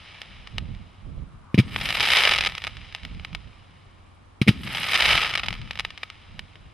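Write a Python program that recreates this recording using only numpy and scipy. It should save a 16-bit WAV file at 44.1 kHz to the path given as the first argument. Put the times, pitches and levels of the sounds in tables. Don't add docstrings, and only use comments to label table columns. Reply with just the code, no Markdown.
import sys
import numpy as np
from scipy import signal
from scipy.fft import rfft, irfft
from scipy.io import wavfile
from scipy.ndimage import uniform_filter1d

SR = 44100
rng = np.random.default_rng(int(sys.argv[2]) if len(sys.argv) > 2 else 0)


def level_to_linear(level):
    exponent = np.asarray(level, float) / 20
    return 10 ** exponent


def output_pcm(signal):
    pcm = np.clip(np.atleast_2d(signal).T, -1, 1) * 32767
    wavfile.write(sys.argv[1], SR, np.round(pcm).astype(np.int16))


N = 296793

# (time [s], peak level [dB], muzzle crack above thump [dB], pulse length [ms])
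LIFT_CHARGES = [(1.5432, -6, -5.5, 1.12), (1.577, -7, -3.5, 1.22), (1.582, -8.5, 1, 0.82),
                (1.587, 3.5, -7.5, 2.1), (1.594, -17, 6, 3), (1.597, -6, -1.5, 1.33),
                (1.604, -18, -10, 2.3), (4.4146, -3.5, -0.5, 1.5), (4.467, -21, -8, 1),
                (4.475, -10, 3.5, 1.3), (4.480, -5.5, 8, 0.88), (4.484, -10, 10, 1.16),
                (4.4887, 3.5, -8, 2.14), (4.508, -13.5, -24, 1.4)]
# (frequency [Hz], level [dB], t60 [s])
TUBE_MODES = [
    (133, -2.5, 0.057),
    (195.5, -0.5, 0.035),
    (296, -14, 0.033),
]
# (time [s], swell level [dB], far echo level at swell end [dB], echo fading [dB/s])
VOLLEYS = [
    (-0.97, -31, -48, 14),
    (1.5986, -20, -48.5, 9),
    (4.5, -21, -50, 7),
]
# (time after volley [s], fizz level [dB], usual star peak level [dB])
SWELL = [
    (0.05, -34, -40),
    (0.13, -22, -31),
    (0.25, -13, -16),
    (0.38, -10, -12),
    (0.48, -4.5, -7.5),
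    (0.6, -1.5, -11.5),
    (0.7, -6.5, -9.5),
    (0.879, -22, -17),
    (1.1, -30.5, -28.5),
]
# (time [s], peak level [dB], sharpness as treble over middle [dB])
LOUD_STARS = [(1.7616, -7.5, -26), (1.8127, -11, -3), (1.8508, -17, -3), (1.8561, -10, 0), (1.8892, -8, 5),
              (1.9058, -8, 6), (1.9526, -9, -1), (1.9986, -7.5, 8.5), (2.006, -2, 1), (2.0112, -7, 4),
              (2.0535, -7, 1), (2.1035, -2, 3), (2.119, -4.5, 2), (2.1345, -2, 8), (2.1698, 1, 2),
              (2.1862, -2, 5), (2.206, -4, 3), (2.2367, -1, 1), (2.2524, 0.5, -0.5), (2.2744, 1, -15),
              (2.2935, -4, -1), (2.3115, -3.5, 2), (2.3372, -3.5, -1), (2.3601, -6.5, 6), (2.3857, -4, 1),
              (2.4087, -3.5, 0), (2.4378, -9, 1), (2.449, -6.5, 3), (2.461, -6.5, 2), (2.4702, -4, -4),
              (4.634, -23, -5), (4.6735, -17, -12), (4.7049, -20, -20), (4.7492, -11, -4),
                (4.7714, -14.5, 2), (4.832, -10.5, -1), (4.842, -11, 0), (4.92, -12, 0), (4.9336, -6.5, -2),
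                (4.943, -3.5, 1), (4.9551, -2, 6), (5.0058, -1.5, -2), (5.0221, -2.5, 5), (5.056, -2, 1),
                (5.0898, -4, -3), (5.106, -5, -22), (5.13, -3.5, -3), (5.153, -2, -10), (5.1776, -5, -21.5),
                (5.227, -8.5, -18), (5.247, -10, -14), (5.2637, -15, -16), (5.3096, -11, -12),
                (5.3378, -10, -9), (5.3527, -11.5, -19), (5.3537, -6.5, -2), (5.3756, -8, 0),
                (5.396, -12, -12), (5.4339, -12, -18), (5.4438, -17, -20)]
# (time [s], peak level [dB], sharpness [dB])
STRAGGLERS = [(0.2174, -19, 1), (0.232, -33, -15), (0.4722, -28.5, -8), (0.4739, -24.5, -2),
              (0.5825, -11.5, 1), (0.7497, -34.5, 2), (2.4987, -23.5, 3), (2.522, -20, -9),
              (2.5517, -16, -1), (2.579, -23, 8), (2.5811, -15.5, 1), (2.62, -21, -4),
              (2.64, -13, -2), (2.6482, -16, -8), (2.6696, -12, -5), (2.676, -14.5, -9),
              (2.7696, -25, -2), (2.8157, -29.5, -17), (2.9255, -27.5, -6), (2.9491, -14, -1),
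              (2.9627, -30, 2), (3.0336, -27, -3), (3.0509, -19.5, 0.5), (3.148, -34.5, -1),
              (3.1973, -27.5, -21), (3.2483, -21, -1), (3.2495, -19, -21), (3.3304, -28, -10),
              (3.3494, -13, -4),
              (5.461, -19, 1), (5.465, -19, -2), (5.4841, -10.5, -12), (5.4854, -10.5, 1),
                     (5.5066, -15.5, -10), (5.5278, -15, -8), (5.5401, -22, 2), (5.5522, -25, -11),
                     (5.616, -26, -1), (5.676, -30, -15), (5.7093, -14, -15), (5.711, -19.5, 0),
                     (5.733, -27.2, -2), (5.756, -21, -8), (5.7749, -22, -8), (5.79, -18, -3),
                     (5.7918, -23, -7), (5.7965, -8, 1), (5.8049, -13.5, -6), (5.849, -19, 4),
                     (5.85, -12.5, -20), (5.905, -23.5, 2), (5.9067, -28, -1), (5.977, -22.2, 0),
                     (6.032, -19, -8), (6.0336, -14.5, -15), (6.1012, -22, 7), (6.3933, -16.5, 2),
                     (6.5562, -32, -11)]
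# (frequency [Hz], width [Hz], level [dB])
HOUSING_MODES = [(490, 750, 2.5), (830, 350, 2), (1000, 120, -2.5), (1265, 49, 6.5), (1600, 110, -1),
                 (1810, 130, 4), (2250, 510, 7.5), (2997, 755, 7.5), (3885, 540, 4), (4480, 260, -10.5),
                 (4910, 405, 5.5), (6130, 1430, -6), (7410, 1170, -17), (8700, 1200, -2),
                 (13000, 1000, -3.5)]
# (time [s], rumble level [dB], held [s], left over right [dB])
GUSTS = [(0.3, -47.5, 0.15, -1), (0.548, -36, 0.21, -9.5), (1.05, -40, 0.14, -10), (1.18, -37, 0.026, -10),
         (1.344, -48, 0.035, 3), (1.62, -41, 0.23, 0), (1.95, -44.5, .3, -2), (2.3, -40, 0.19, -2.5),
         (2.65, -45, 0.2, -9.5), (3.04, -39.5, 0.16, -4.5), (3.33, -38.5, 0.0076, -9),
         (3.46, -45.5, 0.011, -11), (3.78, -64, 0.018, -1), (4.55, -48.5, .4, -1), (5.06, -33.5, 0.098, 1),
         (5.25, -45.5, .18, 3), (5.47, -37, 0.17, 4), (5.75, -46.5, 0.11, -3), (6.3, -44, 0.072, -8),
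         (6.62, -49, 0.054, -1)]
# (frequency [Hz], level per Hz [dB])
GUST_SPECTRUM = [(8.8, -35), (15, -11), (43, 4.5), (102, -0.5), (184, -5), (280, -18), (356, -24),
                 (432, -26.5), (700, -33.5), (910, -49), (1540, -120)]
# (peak time [s], level [dB], rise [dB/s], fall [dB/s])
RUSHES = [
    (1.55, -54.5, 46, 30.5),
    (5.15, -30.5, 72, 61),
]
# (frequency [Hz], width [Hz])
RUSH_BANDS = [(1090, 480), (1275, 110)]
# (frequency [Hz], level per Hz [dB])
NIGHT_SPECTRUM = [(71, -20), (120, -2), (190, -18), (226, -5.5), (394, -11.5), (450, -12.5), (1170, -9.5),
                  (1290, -12), (1660, -17.5), (11700, -41.5), (15200, -65.5), (22000, -120)]


def volleys(crack_t60=0.049, rise_ms=1.5, roar_db=-24, roar_t60=0.34, mouth_hz=2250):
    push, shock, crack = np.zeros(N), np.zeros(N), np.zeros((2, N))
    tail = 6000
    rise = 1 - np.exp(-np.arange(tail) / (rise_ms * SR / 1000))
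    for s, level_db, crack_db, pulse_ms in LIFT_CHARGES:
        at = round(s * SR)
        size = max(round(2 * pulse_ms * SR / 1000), 4)
        push[at:at + size] += level_to_linear(level_db) * np.hanning(size) / size
        shock[at + size // 4] += level_to_linear(level_db + crack_db)
        mid, side = rise * (dying(crack_t60, tail) + level_to_linear(roar_db) * dying(roar_t60, tail))
        crack[:, at:at + tail] += level_to_linear(level_db + crack_db - 11.5) * widened(mid, 0.38 * side)
    thump = 0
    for hz, level_db, t60 in TUBE_MODES:
        r, w = level_to_linear(-60 / (t60 * SR)), 2 * np.pi * hz / SR
        mode = signal.lfilter([1, -r * np.cos(w)], [1, -2 * r * np.cos(w), r * r], push + 1e-18)
        thump = thump + level_to_linear(level_db) * mode
    thump = butter(thump, 44, "high")
    crack = crack + 5.2 * resonance(shock, mouth_hz, width=760)
    return 1.53 * thump * level_to_linear([[.4], [-.4]]) + housing(crack)


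def stars():
    loud = in_pieces(LOUD_STARS)
    rows = np.vstack([loud, STRAGGLERS, lesser_stars()])
    s, level_db, treble_db = rows.T
    unit = np.abs(housing(np.eye(2, 200))).max()
    sharp = np.clip(1.03 + treble_db / 18, 0, 1)
    return housing(bursts(s - .00015, level_db + 0.48, sharp)) / unit


def in_pieces(rows):
    split_ms, split_loss_db = 2.5, 3
    chance = rng.random((len(rows), 4))
    first = np.array(rows) - [0, split_loss_db, 0]
    pieces = [first]
    for k in range(2):
        delay = split_ms / 1000 * (k + chance[:, k])
        weaker_db = -9.0 * chance[:, 2 + k]
        pieces.append(first + np.transpose([delay, weaker_db, np.zeros(len(rows))]))
    return np.vstack(pieces)


def lesser_stars(count=90, under_db=-3.0, spread_db=3.0, sharp_db=-3.5):
    after, _, peak_db = np.transpose(SWELL)
    chance, size = rng.random((2 * count, 3)), rng.standard_normal(2 * count)
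    late = 0.13 + 0.41 * (np.sqrt(chance[:, 0]) + chance[:, 2])
    s = np.repeat([VOLLEYS[1][0], VOLLEYS[2][0]], count) + late
    level_db = np.interp(late, after, peak_db) + under_db + spread_db * size
    return np.transpose([s, level_db, sharp_db + 24 * (chance[:, 1] - .5)])


def bursts(s, level_db, sharp, spread=.7, echo_ms=2.0, t60=0.022, apart=1.83, dull_hz=3000):
    chance = rng.standard_normal((len(s), 4))
    scatter_db, echo_db = -24, -11
    echo = level_to_linear(echo_db + 2 * chance[:, 2])
    gain = level_to_linear(level_db + np.outer([.5, -.5], 1.6 * chance[:, 3]))
    lag = spread * chance[:, 0]
    late = echo_ms / 1000 * np.exp(.45 * chance[:, 1])

    def with_echo(share):
        return place(s, gain * share, lag) + place(s + late, gain * share * echo, lag)

    clicks = butter(with_echo(sharp), 9500, "low") + 1.51 * butter(with_echo(1 - sharp), dull_hz, "low")
    energy = place(s + 0.00053, gain ** 2, lag) + 1e-18
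    power = signal.lfilter([1], [1, -level_to_linear(-120 / (t60 * SR))], energy)
    mid, side = butter(rng.standard_normal((2, N)), 5800, "low", order=1)
    side = butter(side, 5600, "high", order=4) + .5 * butter(side, 1100, "low")
    return clicks + level_to_linear(scatter_db) * np.sqrt(power) * widened(mid, apart * side)


def sky(per_s=650, sizes_db=2.5, alike=0.95, far_hz=6000):
    level_db, share, hiss_db = swells()
    share = np.clip(share, 0, 1)
    s = np.flatnonzero(rng.random(N) < per_s * level_to_linear(3.2 * drift(60)[0]) / SR) / SR
    small = bursts(s, sizes_db * np.minimum(rng.exponential(1, len(s)), 3), rng.random(len(s)))
    mid, side = rng.standard_normal((2, N))
    side = butter(side, 5200, "high", order=4) + .5 * butter(side, 1000, "low")
    wash = butter(widened(alike * mid, 0.92 * side), far_hz, "low")
    hiss = butter(rng.standard_normal((2, N)) + 0.86 * mid[::-1], 8000, "high", order=8)
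    hiss = one(hiss) * level_to_linear(3.8 * drift(150)[0])
    hiss = one(butter(hiss, 11000, "low", order=1))
    crackle = np.sqrt(share) * one(housing(small)) + np.sqrt(1 - share) * one(housing(wash))
    return level_to_linear(level_db + 1.5) * butter(crackle, 380, "high") + level_to_linear(hiss_db - 1) * hiss


def swells():
    swell_end_s, echo_thinning = 1.073, 3
    crackle_share, far_share, wash_at_peak = .88, .45, .12
    trail_db, trail_fade, trail_floor_db = -10.5, 11, -78
    t = np.arange(N) / SR
    fizz, near, hiss = 0, 0, level_to_linear(trail_floor_db) ** 2
    after, fizz_db, _ = np.transpose(SWELL)
    for s, swell_db, echo_db, fading in VOLLEYS:
        swell = level_to_linear(swell_db + np.interp(t - s, after, fizz_db, left=-99, right=-99)) ** 2
        thinning_db = echo_thinning * np.maximum(t - s - swell_end_s, 0) ** 2
        power = swell + level_to_linear(in_time(s + swell_end_s, echo_db, 30, 0, fading) - thinning_db) ** 2
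        fizz = fizz + power
        near = near + swell
        hiss = hiss + power * level_to_linear(trail_db - trail_fade * np.clip(t - s, 0, 1.5)) ** 2
    share = far_share + (crackle_share - far_share) * near / fizz - wash_at_peak * fizz / fizz.max()
    return 10 * np.log10(fizz), share, 10 * np.log10(hiss)


def housing(x, low_hz=1500, high_hz=4800, skew=0.026):
    x = butter(butter(x + 1e-18, low_hz, "high", order=1), high_hz, "low")
    hz, width, level_db = np.transpose(HOUSING_MODES)
    out = []
    for port, turn in zip(x, (skew, -skew)):
        w, a = 2 * np.pi * hz * (1 + turn * (hz > 5500)) / SR, level_to_linear(level_db / 2)
        k = np.sin(w) * width / hz / 2
        c = -2 * np.cos(w)
        sections = np.array([1 + k * a, c, 1 - k * a, 1 + k / a, c, 1 - k / a]) / (1 + k / a)
        out.append(signal.sosfilt(sections.T.copy(), port))
    return np.array(out)


def roll():
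    level_db, held_s, fall = -39, .1, 30
    low = butter(rng.standard_normal((2, N)), 60, "high", order=4)
    mid, side = one(butter(low, 235, "low", order=4))
    gain = sum(level_to_linear(in_time(s + 0.031, level_db, 900, held_s, fall)) for s, *_ in VOLLEYS)
    return gain * level_to_linear(1.5 * drift(16)[0]) * widened(mid, 0.45 * side)


def wind(lumpy_db=2.5, shared=.3, even_s=.06):
    rise, fall, lull_db = 339, 130, -55.5
    power = level_to_linear(lull_db) ** 2
    for s, level_db, held, pan in GUSTS:
        power = power + level_to_linear(in_time(s, level_db, rise, held, fall) + pan * np.array([[.5], [-.5]])) ** 2
    left, right = coloured(GUST_SPECTRUM)
    pair = np.array([left + shared * right, right + shared * left])
    pair = pair / np.sqrt(uniform_filter1d(pair ** 2, round(even_s * SR)) + 0.036)
    return np.sqrt(power) * level_to_linear(lumpy_db * drift(25)) * pair


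def night():
    hum_hz, hum_width_hz, hum_db, hiss_db = 92, 5.5, -56.5, -54.5
    turns = np.cumsum(hum_hz + hum_width_hz * drift(5.4)[0] / 2) / SR
    hum = np.sqrt(2) * np.sin(2 * np.pi * turns) * level_to_linear(2.8 * drift(15.0)[0])
    rush = 0
    for (s, level_db, rise, fall), band in zip(RUSHES, RUSH_BANDS):
        air = one(resonance(rng.standard_normal(N), *band))
        rush = rush + level_to_linear(in_time(s, level_db, rise, 0, fall)) * air
    return level_to_linear(hiss_db - 2) * coloured(NIGHT_SPECTRUM) + level_to_linear(hum_db) * hum + rush


def one(x):
    return x / np.sqrt(np.mean(x ** 2, axis=-1, keepdims=True) + 1e-20)


def widened(mid, side):
    return mid + side * [[1], [-1]]


def in_time(s, level_db, rise, held, fall):
    t = np.arange(N) / SR - s
    return level_db - rise * np.maximum(-t, 0) - fall * np.maximum(t - held, 0)


def butter(x, hz, kind, order=2):
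    return signal.sosfilt(signal.butter(order, min(hz, .45 * SR), kind, fs=SR, output="sos"), x)


def resonance(x, hz, width):
    r, w = np.exp(-np.pi * width / SR), 2 * np.pi * hz / SR
    pole = np.array([(1 - r * r) / 2, 0, (r * r - 1) / 2, 1, -2 * r * np.cos(w), r * r])
    return signal.sosfilt([pole, pole], x)


def coloured(spectrum):
    hz, level_db = np.transpose(spectrum)
    log_hz = np.log(np.arange(N // 2 + 1) * SR / N + 1)
    gain = level_to_linear(np.interp(log_hz, np.log(hz), level_db))
    return one(irfft(rfft(rng.standard_normal((2, N))) * gain, N))


def drift(rate):
    return one(butter(rng.standard_normal((2, N + SR)), rate, "low")[:, SR:])


def dying(t60, size):
    return rng.standard_normal((2, size)) * level_to_linear(-60 * np.arange(size) / (t60 * SR))


def place(s, gain, lag):
    out = np.zeros((2, N + 4))
    for side, turn in enumerate((.5, -.5)):
        at = np.clip(s * SR + turn * lag, 0, N)
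        whole = at.astype(int)
        np.add.at(out[side], whole, gain[side] * (1 - at + whole))
        np.add.at(out[side], whole + 1, gain[side] * (at - whole))
    return out[:, :N]


def scene():
    return volleys() + stars() + sky() + roll() + wind() + night()


def roll_off(x):
    return signal.sosfilt(signal.butter(12, 14420, fs=SR, output="sos"), x)


def record(dry):
    clipped = np.clip(dry, -.94, .94)
    narrow, wide = [signal.sosfilt(signal.cheby2(12, 50, hz, fs=SR, output="sos"), clipped)
                    for hz in (12100, 13800)]
    treble = uniform_filter1d(butter(clipped.mean(axis=0), 6300, "high") ** 2, size=2048)
    gate = np.clip((10 * np.log10(treble + 1e-12) + 62) / 8, 0, 1)
    return roll_off(gate * wide + (1 - gate) * narrow)


dry = scene()
out = record(dry)
output_pcm(out)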